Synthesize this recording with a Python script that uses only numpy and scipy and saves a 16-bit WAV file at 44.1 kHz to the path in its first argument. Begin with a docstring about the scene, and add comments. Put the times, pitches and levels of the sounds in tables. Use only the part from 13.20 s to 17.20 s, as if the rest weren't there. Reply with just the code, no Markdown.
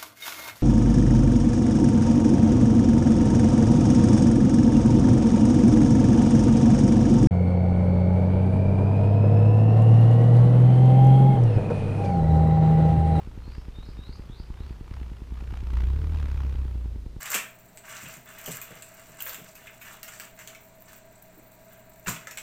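"""The low, fluttering hum of a hummingbird darting about near its nest; it flies in close, hovers and settles.
Each wingbeat pushes the air twice (the hum), and each stroke swishes through the feathers and sheds
eddies. A tiny snap sounds as the bird swings in. Songbirds give five rising whistles and three chips
over faint outdoor air. A soft electrical tick, probably radio interference, repeats throughout."""
import sys
import numpy as np
from scipy import signal
from scipy.fft import rfft, irfft
from scipy.io import wavfile
from scipy.ndimage import uniform_filter1d

SR = 44100
rng = np.random.default_rng(int(sys.argv[2]) if len(sys.argv) > 2 else 0)


def wav_out(sig):
    """Save sig, one row per channel (or a flat mono array), as 16-bit PCM at SR to the path in sys.argv[1]."""
    wavfile.write(sys.argv[1], SR, np.round(np.clip(np.atleast_2d(sig).T, -1, 1) * 32767).astype(np.int16))


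N = 4 * SR
TIME = np.arange(N) / SR


# Wingbeat rate through the flight: t/s, f/Hz
BEAT_RATE = [(0.0, 33.32), (0.17, 27.36), (0.3, 31.71), (0.42, 29.26), (0.55, 27.86), (0.68, 28.6),
             (0.78, 28.04), (0.92, 35.66), (1.05, 27.58), (1.3, 28.14), (1.47, 34.74), (1.6, 23.03),
             (1.73, 34.96), (1.9, 28.22), (2.2, 29.94), (2.35, 30.63), (2.5, 30.07), (2.63, 29.65),
             (2.8, 36.36), (2.93, 39.71), (3.07, 33.75), (3.2, 33.45), (3.42, 32.47), (3.65, 28.9),
             (4.0, 25.75)]
def wingbeats():
    """Running count of wingbeats, the clock that locks hum, swish and wake together."""
    return .18 + np.cumsum(automation(BEAT_RATE)) / SR  # starts partway through a beat


# Fader ride of the hum, following effort and nearness: t/s, level/dB
HUM_LEVEL = [(0, -43), (.32, -41.5), (.45, -47.5), (.7, -42.5), (.85, -44.5), (1, -45), (1.27, -44),
             (1.46, -39), (1.62, -45.5), (1.78, -37), (2.05, -42), (2.22, -32.5), (2.45, -32.5),
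             (2.57, -26.5), (2.9, -25.5), (3.4, -29.5), (3.7, -34), (4, -47)]
# Tone of the hum at 1, 2, 3 ... times the beat rate: level/dB relative to the fader
HUM_PARTIALS = [-10, 0.5, -12, -19.5, -36.5, -27.5, -32.5, -31, -34, -40.5, -36, -35.5]
def wing_hum(beats):
    """Lift pulses of down- and upstroke give three partials; higher ones come with the wing's flick."""
    flick_place = .82  # where in the beat the wing flips over
    hum = 0
    for k, db in enumerate(HUM_PARTIALS, 1):
        waver_db = (2 if k == 2 else 3) * drift(9.8)  # the strongest partial is the steadiest
        place = flick_place if k > 3 else 0
        hum += from_db(db + waver_db) * np.cos(2 * np.pi * k * (beats - place))
    return np.sqrt(2) * from_db(automation(HUM_LEVEL)) * hum


# Fader ride of the feather swish: t/s, level/dB before the trim
SWISH_LEVEL = [(0.0, -56), (0.12, -65.5), (0.35, -59), (0.5, -65), (0.68, -62.5), (1.3, -64), (1.46, -57.5),
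               (1.62, -67.5), (1.73, -56.5), (2.08, -66), (2.19, -55.5), (2.27, -59.5), (2.35, -52),
               (2.45, -60), (2.58, -50.5), (2.68, -55.5), (2.9, -57), (3.0, -49.5), (3.1, -55),
               (3.2, -53.5), (3.6, -64.5), (4.0, -81)]
# Puffs of air within one wingbeat, strongest first: place/beats, width/beats, relative level/dB
STROKES = [(.79, .05, 0), (.26, .05, -7), (.66, .04, -10)]
# EQ of the swish, breathy in the mids: f/Hz, relative level/dB
SWISH_EQ = [(300, -13), (500, -9), (680, -1), (900, 4), (1250, 2), (1900, -3), (2550, -3), (3100, -7),
            (4200, -12), (6200, -18), (9000, -27), (15000, -32.5)]
def feather_swish(beats, trim_db=2.5):
    """Each stroke tears a grainy puff of air through the feathers; from afar the puffs blur together."""
    level_db = automation(SWISH_LEVEL)
    fade_db = level_db.max() - level_db
    envelope = from_db(-20 + fade_db)  # the gaps between puffs fill in as the swish fades
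    for place, width, db in STROKES:
        position = beats - place + 2
        nearest = np.round(position).astype(int)
        strength = from_db(db + 1.7 * np.clip(rng.standard_normal(256), -2, 2))  # varies beat to beat
        spread = width * np.where(position < nearest, .75, 1.45)  # quick rise, slower fall
        envelope += strength[nearest] * np.exp(-.5 * ((position - nearest) / spread) ** 2)
    envelope /= np.sqrt(uniform_filter1d(envelope ** 2, size=SR // 8))  # level out ahead of the fader
    grain = from_db(1.8 * drift(350))
    puffs = rms_one(envelope * grain) * rng.standard_normal(N)
    return from_db(level_db + trim_db) * coloured(puffs, SWISH_EQ)


# EQ of the wake, a low flutter: f/Hz, relative level/dB
WAKE_EQ = [(25, -4), (60, 0.5), (130, 3.5), (200, -8), (300, -14), (480, -8.5), (650, -16), (1200, -40)]
def wake(beats, peak_db=-48):
    """Low eddies shed on down- and upstroke, swelling with the hum as the bird comes near."""
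    hum_db = automation(HUM_LEVEL)
    level_db = peak_db + .55 * (hum_db - hum_db.max())
    main_stroke = STROKES[0][0]
    throb = rms_one(from_db(1.4 * np.cos(4 * np.pi * (beats - main_stroke))))
    return from_db(level_db) * throb * coloured(rng.standard_normal(N), WAKE_EQ)


def snap(start_s=2.534, decay_s=.00062, low_cut_hz=3000):
    """One tiny, dry, bright click as the bird swings in."""
    since = TIME - start_s
    burst = (since >= 0) * np.exp(-np.abs(since) / decay_s) * rng.standard_normal(N)
    low_cut = signal.butter(1, low_cut_hz, "high", fs=SR)
    return from_db(-49) * signal.lfilter(*low_cut, burst + 1e-18)


# Rising whistles: t/s, length/s, start f/Hz, end f/Hz, bend (higher glides later), source level/dB
WHISTLES = [(.2, 0.22, 4160, 5360, 1.93, -61), (.535, 0.18, 3603, 4980, 1.9, -57.5),
            (.772, 0.2, 3712, 4930, 1.9, -55.5), (1.085, 0.14, 3350, 5030, 1.4, -56),
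            (1.37, 0.15, 3470, 4610, 0.84, -64)]
# Short falling chips: t/s, length/s, start f/Hz, end f/Hz, bend, level/dB
CHIPS = [(.652, 0.005, 5800, 5230, 1.5, -53), (0.755, 0.0068, 5800, 5300, 0.96, -66),
         (0.955, 0.016, 6400, 5950, 0.99, -59.5)]
def songbirds(direct_db=-10):
    """The far whistles arrive mostly as scattered echoes; the chips are nearer and dry."""
    whistles = bird_calls(WHISTLES)
    return from_db(direct_db) * whistles + garden_echoes(whistles) + bird_calls(CHIPS)


def bird_calls(rows, attack_s=.0076, release_s=.036):
    """Sine glides that start steady and pure, grow raspier on the way and round off at the end."""
    calls = np.zeros(N)
    rasp = .0194 * drift(98) + .04 * drift(320)  # pitch waver plus a faster roughness
    for start, length, from_hz, to_hz, bend, db in rows:
        progress = np.clip((TIME - start) / length, 0, 1)
        glide = np.sin(np.pi / 2 * progress ** bend)
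        hz = (from_hz + (to_hz - from_hz) * glide) * (1 + rasp * np.sqrt(glide))
        attack, release = np.minimum([attack_s, release_s], length / 2)
        fade_in = np.clip((TIME - start) / attack, 0, 1)
        fade_out = np.clip((start + length - TIME) / release, 0, 1)
        calls += from_db(db) * fade_in * fade_out * np.sin(2 * np.pi * np.cumsum(hz) / SR)
    return calls


def garden_echoes(sound, t60_s=.38):
    """A short reverb tail, scattered from walls and leaves."""
    t = TIME[:SR // 2]
    tail = rng.standard_normal(len(t)) * from_db(-60 * t / t60_s)
    return signal.fftconvolve(sound, tail / np.sqrt(np.sum(tail ** 2)))[:N]


def electrical_tick(first_s=.0738, period_s=.1024, width_s=.0016, lead_s=.00213, pre_width_s=.0002):
    """Square dips, each led by a tiny one, rounded into soft thuds by the microphone's circuit."""
    t = TIME - first_s
    tick = np.clip((width_s - t % period_s) * SR, 0, 1)
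    pre_tick = from_db(-2.5) * np.clip((pre_width_s - (t + lead_s) % period_s) * SR, 0, 1)
    high_cut_hz, low_cut_hz, low_cut_q = 61.1, 30, 1.5
    thuds = signal.lfilter(*signal.butter(1, high_cut_hz, fs=SR), -tick - pre_tick)
    omega = 2 * np.pi * low_cut_hz
    low_cut = signal.bilinear([1, 0, 0], [1, omega / low_cut_q, omega ** 2], SR)
    return from_db(-17) * signal.lfilter(*low_cut, thuds)


# EQ of the outdoor bed: f/Hz, relative level/dB
AIR_EQ = [(20, -25.5), (60, 10), (120, 6.5), (250, -0.5), (450, -5), (700, -13), (1000, -15), (1800, -20),
          (4000, -21), (7000, -27.5), (10000, -31.5), (15000, -35.5)]
def outdoor_air(level_db=-52):
    """A faint, steady bed of rumble with a trace of hiss."""
    return from_db(level_db) * coloured(rng.standard_normal(N), AIR_EQ)


def from_db(db):
    """Decibels to gain."""
    return 10 ** (np.asarray(db) / 20)


def rms_one(x):
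    """Scale to unit rms."""
    return x / np.sqrt(np.mean(x ** 2) + 1e-20)


def automation(rows):
    """Join (t/s, value) breakpoints with straight ramps."""
    return np.interp(TIME, *np.transpose(rows))


def drift(rate_hz):
    """Smooth random modulation of unit rms, rolling off above rate_hz."""
    hop, run_in = 40, 2000  # samples per control step, steps for the filter to settle
    pole = np.exp(-2 * np.pi * rate_hz * hop / SR)
    noise = rng.standard_normal(N // hop + run_in + 2)
    smooth = signal.lfilter([1], [1, -2 * pole, pole ** 2], noise)[run_in:]
    return np.interp(np.arange(N) / hop, np.arange(len(smooth)), rms_one(smooth))


def coloured(noise, eq):
    """Shape noise with an EQ curve, rolled off below its first point; unit rms."""
    hz, db = np.transpose(eq)
    bin_hz = np.maximum(np.arange(N // 2 + 1) * SR / N, 1)
    low_cut = np.minimum(bin_hz / hz[0], 1) ** 2
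    gain = from_db(np.interp(np.log(bin_hz), np.log(hz), db))
    return rms_one(irfft(rfft(noise) * low_cut * gain, N))


def scene():
    """Mono mix: the hummingbird in front; songbirds, tick and outdoor air behind."""
    beats = wingbeats()
    air = outdoor_air()
    hummingbird = wing_hum(beats) + feather_swish(beats) + wake(beats) + snap()
    return (hummingbird + songbirds() + electrical_tick() + air)[None]


def record(dry):
    """A steep high cut on the whole mix."""
    cutoff_hz = 15400
    return signal.sosfilt(signal.ellip(12, .1, 80, cutoff_hz, fs=SR, output="sos"), dry)


dry = scene()
out = record(dry)
wav_out(out)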